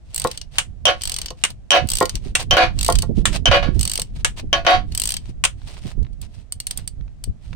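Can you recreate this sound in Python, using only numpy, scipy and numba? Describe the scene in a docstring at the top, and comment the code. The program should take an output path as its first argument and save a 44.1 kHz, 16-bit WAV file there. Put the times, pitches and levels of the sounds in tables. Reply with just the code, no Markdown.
"""A socket ratchet runs a bolt into a transmission case, close to a hand-held phone in a garage.
On each back swing the pawl ticks over its teeth as fast as the handle moves: noise bursts with short rings.
The drive takes up its slack with a clack; the handle bangs the ringing case or knocks dully (decaying modes).
Shaped noise makes the rubbing, the faint garage hiss and the air that buffets the microphone.
A limiter holds the bangs down."""
import sys
import numpy as np
from scipy import signal
from scipy.fft import rfft, irfft, next_fast_len
from scipy.io import wavfile
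from scipy.ndimage import uniform_filter1d
from numba import njit

SR = 44100
rng = np.random.default_rng(int(sys.argv[2]) if len(sys.argv) > 2 else 0)


def waveform_to_disk(signal):
    """Save audio, clipped to [-1, 1], as 16-bit WAV at the path in sys.argv[1]."""
    frames = np.transpose(np.atleast_2d(signal))
    scaled = np.clip(frames, -1, 1) * 32767
    samples = np.round(scaled).astype(np.int16)
    wavfile.write(sys.argv[1], SR, samples)


N = 333175
TIME = np.arange(N) / SR
PORT_SIGNS = np.array([[1], [-1]])  # left, right

# Back swings of the handle. Each row: first tooth in seconds, number of teeth, teeth per second at five
# even steps through the swing, relative tick level in dB, its fall over the swing in dB,
# relative body level in dB, pause in seconds before the handle turns forward.
BACK_SWINGS = [(0.1445, 9, (62.1, 52.1, 48.6, 29.8, 16.3), -14.5, 15, -27, 0.15),
               (1.0181, 11, (58.6, 48.4, 42.4, 47.0, 23.1), -20.5, 5, -24.5, 0.11),
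               (1.8877, 12, (73.7, 50.7, 66.8, 38.5, 16.7), -15, 10, -23, 0.085),
               (2.7888, 11, (46.6, 59.9, 58.0, 33.2, 28.8), -18, 2, -21.5, 0.13),
               (3.7933, 12, (58.6, 40.6, 52.6, 49.2, 47.6), -18.5, 2, -23, 0.135),
               (4.9495, 12, (38.4, 53.8, 53.2, 72.6, 36.6), -14.5, 8, -23, 0.08)]
# Ringing modes of the cast case. Each row: frequency in Hz, relative level in dB.
CASE_RING_MODES = [(511, -8), (567, -5), (680, -5.5), (734, -3), (1020, -17), (1107, -5), (1379, -16.5),
                   (1446, -6), (1561, -17.5), (1616, -13.5), (1683, -7), (1789, -26), (2009, -17.5),
                   (2200, -13.5), (2259, -13), (2298, -11), (2438, -9.5), (2592, -10.5), (2672, -27.5),
                   (2858, -11), (2928, -7.5), (3085, -12), (3236, -13), (3414, -17.5), (3768, -14),
                   (4263, -16.5), (4512, -17), (4621, -16.5)]
# Spectrum of the dense wash of the case. 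Each row: frequency in Hz, relative level in dB.
CASE_WASH_SPECTRUM = [(200, -21), (330, 5), (470, -6), (850, 2), (1700, 3), (3100, -4), (4000, -2.5),
                      (4700, -9), (6500, -16.5), (7300, -27), (9000, -24.5), (10500, -43), (15000, -38.5)]
# Spectrum of a hard snap of steel on metal. Each row: frequency in Hz, relative level in dB.
SNAP_SPECTRUM = [(250, -13), (600, -10), (1200, -1.5), (2000, -0.5), (2900, 2), (3800, -2.5), (4500, -9),
                 (6200, -5), (7600, -2.5), (8700, 0.5), (9700, -9), (10500, -21), (15000, -27.5)]


def undb(db):
    """Decibels to gain."""
    return 10 ** (np.asarray(db) / 20)


def unit(x):
    """Scale to rms 1."""
    return x / np.sqrt(np.mean(x ** 2))


def add(out, s, sound):
    """Mix a stereo sound in at time s."""
    start = max(int(s * SR), 0)
    part = sound[:, :max(N - start, 0)]
    out[:, start:start + part.shape[1]] += part


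def fade(t60, size):
    """Exponential decay, 60 dB down after t60 seconds."""
    return np.exp(-np.log(1000) * np.arange(size) / SR / t60)


def colour(x, spectrum):
    """Causal minimum-phase filter with the given (Hz, dB) shape, so that attacks stay sharp."""
    size = next_fast_len(x.shape[1] // 2 + 1024) * 2
    hz, db = np.transpose(spectrum)
    freq = np.maximum(np.arange(size // 2 + 1) * SR / size, 1)
    gain = undb(np.interp(np.log(freq), np.log(hz), db))
    # folding the cepstrum onto positive time gives minimum phase
    cepstrum = irfft(np.log(gain))
    cepstrum[1:size // 2] *= 2
    cepstrum[size // 2 + 1:] = 0
    response = np.exp(rfft(cepstrum))
    return irfft(rfft(x, size) * response, size)[:, :x.shape[1]]


def noise(size, apart_hz=1100, width=0.99):
    """Noise at two microphone ports: alike in the bass, different in the treble."""
    mid, side = rng.standard_normal((2, size))
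    side = width * signal.sosfilt(signal.butter(1, apart_hz, "high", fs=SR, output="sos"), side)
    return np.array([mid + side, mid - side])


def walk(rate):
    """Smooth random wandering with new targets at the given rate in Hz, spread near 1."""
    hold = max(int(SR / rate), 1)
    steps = np.repeat(rng.standard_normal(N // hold + 1), hold)[:N]
    return 1.3 * uniform_filter1d(uniform_filter1d(steps, hold), hold)


def burst(spectrum, t60, size=16384):
    """Countless close modes struck together and dying away, as fading noise; about rms 1 at the start."""
    envelope = fade(t60, size)
    return unit(colour(noise(size) * envelope, spectrum)) * np.sqrt(np.mean(envelope ** 2))


def ring(modes, t60, damping=0., scatter_db=3.0, apart_hz=1150, size=16384):
    """Single modes struck together, higher ones more out of step at the two ports; t60 holds at 1 kHz."""
    out, power = 0, 0
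    for hz, db in modes:
        port_shift = PORT_SIGNS * rng.uniform(-0.97, 1) * min(hz / apart_hz, np.pi / 2)
        phase = rng.uniform(0, 2 * np.pi) + port_shift
        gain = undb(db + scatter_db * rng.standard_normal())  # no two blows land on the same spot
        mode_t60 = t60 * (hz / 1000) ** -damping  # with damping, higher modes die sooner
        out = out + gain * fade(mode_t60, size) * np.sin(2 * np.pi * hz * TIME[:size] + phase)
        power += gain ** 2 / 2
    return out / np.sqrt(power)


def room(x, t60, wet_db, dull_hz=8000):
    """Short scatter from the metal and walls around the tool: dulled, fading noise as an echo."""
    echo = rng.standard_normal((2, 16384)) * fade(t60, size=16384)
    echo[:, :130] = 0  # the first 3 ms stay dry
    echo = signal.sosfilt(signal.butter(1, dull_hz, fs=SR, output="sos"), echo)
    echo /= np.sqrt(np.sum(echo ** 2) / 2)
    return x + undb(wet_db) * signal.fftconvolve(x, echo, axes=1)[:, :N]


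def garage_hiss(level_db=-64):
    """The faint hiss of the garage, as steady shaped noise."""
    # Each row: frequency in Hz, relative level in dB.
    hiss_spectrum = [(180, -34), (300, -7.5), (431, -12), (600, -7), (708, -6), (892, -17), (1670, -20),
                     (8560, -29.5), (15500, -53)]
    return undb(level_db) * unit(colour(noise(N), hiss_spectrum))


def eddies(spectrum, gust_db=3):
    """Turbulence at each port separately, wandering in strength."""
    return unit(colour(rng.standard_normal((2, N)) * undb(gust_db * walk(35)), spectrum))


def air(flutter_db=-9, flutter_growth=1.364, gust_s=0.035, flutter_s=0.0059):
    """Eddies rumble, and flutter as the breeze grows; a buffet swells both, mostly on one port."""
    # Breeze at the two ports. Each row: time in seconds, left level in dB, right level in dB.
    breeze = [(0.0, -41, -40), (0.75, -43.5, -31), (1.15, -34.5, -34), (1.65, -39, -37.5),
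              (1.95, -33, -27.5), (2.8, -27.5, -18.5), (3.3, -29, -17), (3.8, -36, -16),
              (3.951, -31, -30.5), (4.499, -30.5, -28.5), (4.75, -28, -19), (5.15, -33, -31.5),
              (5.7, -37.5, -30), (6.35, -42.5, -31.5), (6.62, -39.5, -37), (6.799, -37.5, -29),
              (7.15, -40.5, -38.5), (7.55, -40.5, -30.5)]
    # Single buffets. Each row: time in seconds, rumble in dB, flutter in dB, left minus right in dB.
    buffets = [(0.25, -28, -28, -10), (1.844, -15.5, -18.5, -32), (2.15, -25.5, -25.5, 29),
               (2.265, -53, -25, -20), (3.097, -28, -7.5, -24), (3.181, -17, -8.5, -29),
               (3.5, -10, -15, -28), (3.69, -15, -15, -27), (3.762, -24, -14.5, -23),
               (4.436, -30.5, -26.5, -11.5), (5.295, -44, -31, 18), (5.855, -28, -21, -28),
               (5.98, -26, -28, -20.5), (6.02, -13, -23, -27), (7.001, -24, -43, -17.5),
               (7.278, -22.5, -27.5, 14.5), (7.531, -26, -30, -18)]
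    # Spectrum of the rumble. Each row: frequency in Hz, relative level in dB.
    rumble_spectrum = [(15, -3), (40, 4), (90, -3), (150, -10), (250, -23), (450, -38), (900, -55),
                       (3000, -75.5)]
    # Spectrum of the flutter. Each row: frequency in Hz, relative level in dB.
    flutter_spectrum = [(20, -30), (100, 2), (200, 5), (400, -7.5), (800, -29), (2500, -85)]
    s, left_db, right_db = np.transpose(breeze)
    rumble = undb([np.interp(TIME, s, left_db), np.interp(TIME, s, right_db)])
    flutter = undb(flutter_db) * rumble ** flutter_growth  # flutter outgrows the rumble
    for s, rumble_db, eddy_db, pan_db in buffets:
        ports = undb(np.minimum(0, [[pan_db], [-pan_db]]))
        swell = np.exp(-((TIME - s) / gust_s) ** 2)
        age = np.maximum((TIME - s) / flutter_s + 1, 0)  # flutter rises for flutter_s and peaks at s
        rumble = rumble + ports * undb(rumble_db) * swell
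        flutter = flutter + ports * undb(eddy_db) * age * np.exp(1 - age)
    return rumble * eddies(rumble_spectrum) + flutter * eddies(flutter_spectrum)


def tooth_times(start, count, rates):
    """When the pawl drops during one swing, from the changing speed of the handle."""
    steps = np.linspace(0, 1, count - 1)
    rate = np.interp(steps, np.linspace(0, 1, len(rates)), rates)
    return start + np.append(0, np.cumsum(1 / rate))


def rubs(grain_db=4, slip_db=4.0, peak_db=1):
    """Friction swells and fades with each movement, in fine grains and uneven slips."""
    # The socket scrapes on the bolt, or fingers slide on the steel.
    # Each row: start in seconds, end in seconds, relative level in dB.
    scrapes = [(1.494, 1.52, -35.5), (2.39, 2.437, -29.5), (3.325, 3.37, -28), (4.37, 4.408, -32),
               (5.57, 5.7, -54), (5.67, 5.795, -43.5), (5.825, 5.925, -44), (6.215, 6.265, -51.5),
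               (6.3, 6.44, -57.5), (6.66, 6.83, -50), (7.423, 7.56, -53)]
    # Spectrum of the friction. Each row: frequency in Hz, relative level in dB.
    friction_spectrum = [(300, -4.5), (700, 1.5), (1400, -7.5), (2700, -2), (4500, -4), (7200, -12),
                         (9000, -6.5), (10500, -29.5), (13000, -24), (15500, -28)]
    moves = list(scrapes)
    for start, count, rates, _, _, _, pause in BACK_SWINGS:
        end = tooth_times(start, count, rates)[-1]
        moves.append((start - 0.04, end + 0.04, -47))  # the head rubs all through the back swing
        turn = end + pause
        moves.append((turn, turn + 0.067, -48))  # and briefly as the handle turns forward
    pressure = np.zeros(N)
    for start, end, db in moves:
        place = (2 * TIME - start - end) / (end - start)  # -1 at the start, 1 at the end
        pressure += undb(db + peak_db) * np.exp(-np.abs(place) ** 3)
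    grains = noise(N) * undb(grain_db * walk(1800) + slip_db * walk(70))
    return unit(colour(grains, friction_spectrum)) * pressure


def taps(t60=0.016):
    """The handle shifts in the grip with a faint tap, a very short noise burst."""
    # Each row: time in seconds, level in dB.
    grip_taps = [(5.617, -43), (5.768, -36), (6.049, -41.5), (6.067, -43), (6.789, -35.5), (7.01, -45),
                 (7.08, -47.5), (7.53, -32)]
    out = np.zeros((2, N))
    for s, db in grip_taps:
        add(out, s, undb(db) * burst(CASE_WASH_SPECTRUM, t60))
    return out


def knocks(thud_t60=0.075, thud_db=-1, ring_db=1, ring_t60=0.085):
    """A padded blow during the back swing wakes only low, short modes."""
    # Each row: time in seconds, relative level in dB.
    dull_blows = [(0.249, -13.5), (1.307, -34), (2.0109, -3), (2.8884, -6.5), (3.031, -30), (3.989, -33)]
    # Modes woken by the blow. 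Each row: frequency in Hz, relative level in dB.
    low_modes = [(423, -7), (509, 4.5), (693, 0.5), (1061, -0.5), (868, -4), (1130, -12), (1399, -10),
                 (1890, -14), (2058, -21), (2280, -18)]
    # Spectrum of the thud. Each row: frequency in Hz, relative level in dB.
    thud_spectrum = [(100, -11.5), (250, -6.5), (400, -1), (620, -7.5), (850, -8.5), (1150, -8),
                     (1500, -21), (2400, -39), (3500, -27), (8000, -43.5)]
    out = np.zeros((2, N))
    for s, db in dull_blows:
        modes = undb(ring_db) * ring(low_modes, ring_t60, apart_hz=2500)
        thud = undb(thud_db) * burst(thud_spectrum, thud_t60)
        add(out, s, undb(db) * (modes + thud))
    return out


def case_contact(spot_hz, contact, case_t60=.15, wash_t60=0.16, wash_db=-5):
    """One touch of handle on case: modes over a dense wash, with more favoured modes and less wash each time."""
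    boost_db, wash_fall_db = 1 + 3 * contact, 1.5 * contact
    modes = []
    for hz, mode_db in CASE_RING_MODES:
        octaves = np.log2(hz / spot_hz)
        modes.append((hz, mode_db + boost_db * np.exp(-(octaves / 0.14) ** 2)))
    wash = undb(wash_db - wash_fall_db) * burst(CASE_WASH_SPECTRUM, wash_t60)
    return ring(modes, case_t60, damping=0.028, scatter_db=2) + wash


def bangs(clank_t60=0.048, clank_wash_db=-6, handle_t60=0.077, handle_db=-1, crack_t60=.018,
          case_trim_db=-2, chatter_gap_s=0.011, chatter_first_db=-5, chatter_fall_db=2.5, count=4):
    """Steel on cast metal: a crack, the clank of the handle, and the case, struck again as the handle chatters."""
    # Each row: time in seconds, relative levels in dB of case ring, handle clank and contact crack,
    # frequency in Hz around which this spot favours the case modes.
    blows = [(0.8543, -13.5, 3, -0.5, 540), (0.8678, -7.5, -0.5, -12, 540), (1.7056, -11.5, 4.5, 1, 536),
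             (1.717, 2, 8.5, 3, 733), (2.5093, -10, -0.5, -18, 630), (2.5684, 9.5, -4, -8, 735),
             (3.4565, -8, 1, -7.5, 1650), (3.513, -0.5, -12, -27, 614), (3.627, -20.5, -34, -52, 535),
             (4.529, -11.5, -5.5, -22, 688), (4.649, -24.5, -41, -43, 540), (4.666, 10, 4.5, -16, 735)]
    # Modes of the steel handle. Each row: frequency in Hz, relative level in dB.
    steel_modes = [(1450, -15), (1685, -16.5), (2440, -13.5), (2595, -3), (2720, -9), (2860, 1), (2930, 1),
                   (3030, 4.5), (3116, 11), (3230, -2), (3300, -7.5), (3420, -6), (3570, -16), (3830, -12),
                   (5500, -15), (5880, -7.5), (6160, -16)]
    # Spectrum of the clank. Each row: frequency in Hz, relative level in dB.
    clank_spectrum = [(300, -21), (600, 6.5), (1700, -15), (2400, -30.5), (2900, 3), (3200, -4),
                      (4200, -9.5), (5000, -6), (5900, 5.5), (7000, -15.5), (9000, -43), (14000, -56.5)]
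    out = np.zeros((2, N))
    for s, case_db, clank_db, crack_db, spot_hz in blows:
        clank = undb(handle_db) * ring(steel_modes, handle_t60)
        clank = clank + undb(clank_wash_db) * burst(clank_spectrum, clank_t60)
        crack = burst(SNAP_SPECTRUM, crack_t60)
        add(out, s, undb(clank_db) * clank + undb(crack_db) * crack)
        # the first contact, then softer and softer chatter
        delays = np.append(0, np.cumsum(chatter_gap_s * (.5 + rng.random(count))))
        contacts_db = np.append(0, chatter_first_db - chatter_fall_db * np.arange(count))
        for contact, (delay, db) in enumerate(zip(delays, contacts_db)):
            level = undb(case_db + case_trim_db + db)
            add(out, s + delay, level * case_contact(spot_hz, contact))
    return out


def clacks(t60=.032, tail_t60=0.13, tail_db=-16, case_db=-28, socket_t60=0.032, socket_db=-6):
    """Drive and socket snap together, and a little of the blow passes through the bolt into the case."""
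    # Slack taken up in the socket. Each row: time in seconds, relative level in dB, socket ring in Hz.
    slack_snaps = [(0.5838, -3, 2895), (1.4379, -6, 2830), (1.45, -13, 2120), (2.3527, -2.5, 2740),
                   (3.2549, -0.5, 3530), (4.2468, -3, 1687), (5.439, -6.5, 2860), (5.451, -6.5, 3150)]
    out = np.zeros((2, N))
    for s, db, hz in slack_snaps:
        socket = undb(socket_db) * ring([(hz, 0), (8700, -3)], socket_t60)
        snap = burst(SNAP_SPECTRUM, t60) + socket
        tail = undb(tail_db) * burst(SNAP_SPECTRUM, tail_t60)
        case = undb(case_db) * ring(CASE_RING_MODES, tail_t60)
        add(out, s, undb(db) * (snap + tail + case))
    return out


def teeth(single_head_hz=8700, head_start_hz=8010, head_end_hz=8500, head_scatter_hz=150,
          first_tooth_db=-6, first_body_db=-3, scatter_db=0.5):
    """Every tooth passed, as (s, tick dB, head Hz, body dB); through a swing ticks soften and tend to rise in pitch."""
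    # The pawl slips over one tooth as the handle is nudged.
    # Each row: time in seconds, relative tick level in dB, relative body level in dB.
    single_slips = [(0.414, -39, -28.5), (1.0104, -46, -33.5), (1.2832, -50, -28.5), (1.3045, -37, -29),
                    (1.503, -34, -36), (1.872, -36, -42), (2.403, -36, -45), (2.427, -36, -50),
                    (4.9212, -40.5, -35.5), (6.028, -55, -49.5), (6.13, -59.5, -58), (6.215, -33.5, -40.5),
                    (6.5225, -20, -29), (6.6013, -24, -27), (6.6686, -18, -27), (6.7093, -20, -24),
                    (6.774, -21, -31.5), (6.876, -22, -31), (7.2389, -25, -31)]
    rows = [(s, db, single_head_hz, body_db) for s, db, body_db in single_slips]
    for start, count, rates, db, fall_db, body_db, _ in BACK_SWINGS:
        times = tooth_times(start, count, rates)
        progress = np.linspace(0, 1, len(times))
        first = progress == 0  # the first tooth is only half lifted
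        chance = rng.standard_normal((3, len(times)))  # no two teeth are alike
        ticks = db - fall_db * progress + first_tooth_db * first + scatter_db * chance[0]
        heads = head_start_hz + (head_end_hz - head_start_hz) * progress + head_scatter_hz * chance[1]
        bodies = body_db + first_body_db * first + scatter_db * chance[2]
        rows += zip(times, ticks, heads, bodies)
    return rows


def pawl(top_t60=0.017, body_t60=0.025, head_t60=0.018, gear_t60=0.028, top_db=4, head_db=2, body_db=4,
         gear_db=-1, bounce_db=-10, pan_db=0.5, rise_s=0.00044, size=3000):
    """Each tooth snaps the pawl against the gear: a bright tick, short rings of head and gear, a small bounce."""
    # Spectrum of the bright tick. Each row: frequency in Hz, relative level in dB.
    tick_spectrum = [(5500, -35), (7200, -9.5), (8000, -0.5), (9000, -1), (10200, -20), (11500, -17),
                     (13000, -11), (15500, -17)]
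    # Spectrum of the tool body. Each row: frequency in Hz, relative level in dB.
    body_spectrum = [(500, -13.5), (1500, -14.5), (2700, -7), (3700, -4), (4500, -0.5), (5200, -4),
                     (6300, -2.5), (7500, -16.5), (10000, -35.5)]
    out = np.zeros((2, N))
    rise = 1 - np.exp(-TIME[:size] / rise_s)  # slightly softened onset
    for s, db, hz, low_db in teeth():
        tick = undb(top_db) * burst(tick_spectrum, top_t60, size=size)
        head = undb(head_db) * ring([(hz, 0)], head_t60, size=size)
        body = undb(body_db) * burst(body_spectrum, body_t60, size=size)
        grip = 1 + 0.05 * rng.standard_normal()  # the fingers shift the lower modes
        gear_modes = [(3000 * grip, -2), (4500 * grip, 0)]
        gear = undb(gear_db) * ring(gear_modes, gear_t60, scatter_db=1, size=size)
        pan = undb(pan_db * rng.standard_normal() * PORT_SIGNS)
        add(out, s, pan * rise * (undb(db) * (tick + head) + undb(low_db) * (body + gear)))
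        bounce_s = s + rng.uniform(0.0002, 0.0024)
        add(out, bounce_s, pan * undb(db + bounce_db) * tick)
    return out


def scene():
    """The tool in its surroundings, moving air and the faint hiss of the garage."""
    small_sounds = room(rubs() + taps() + clacks() + pawl(), t60=0.1, wet_db=-16.0)
    blows = room(knocks() + bangs(), t60=.15, wet_db=-17)
    return garage_hiss() + air() + blows + small_sounds


@njit
def held_peak(x, release):
    """Follows peaks at once and lets go slowly."""
    out, peak = np.empty(len(x)), 0.
    for i in range(len(x)):
        peak = max(x[i], peak * release)
        out[i] = peak
    return out


def record(dry, ceiling_db=-10.5, window=350, release_s=.016, top_hz=16000):
    """A limiter flattens the bangs, so that their ring seems to last; brief peaks slip through; then the top is cut."""
    power = uniform_filter1d(np.mean(dry ** 2, axis=0), window)  # window in samples
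    loudness = held_peak(np.sqrt(np.abs(power)), np.exp(-1 / (release_s * SR)))
    gain = np.minimum(1, undb(ceiling_db) / (loudness + 1e-9))
    gain = uniform_filter1d(gain, size=90)
    limited = np.clip(dry * gain, -1, 1)
    return signal.sosfilt(signal.ellip(8, .2, 70, top_hz, fs=SR, output="sos"), limited)


dry = scene()
out = record(dry)
waveform_to_disk(out)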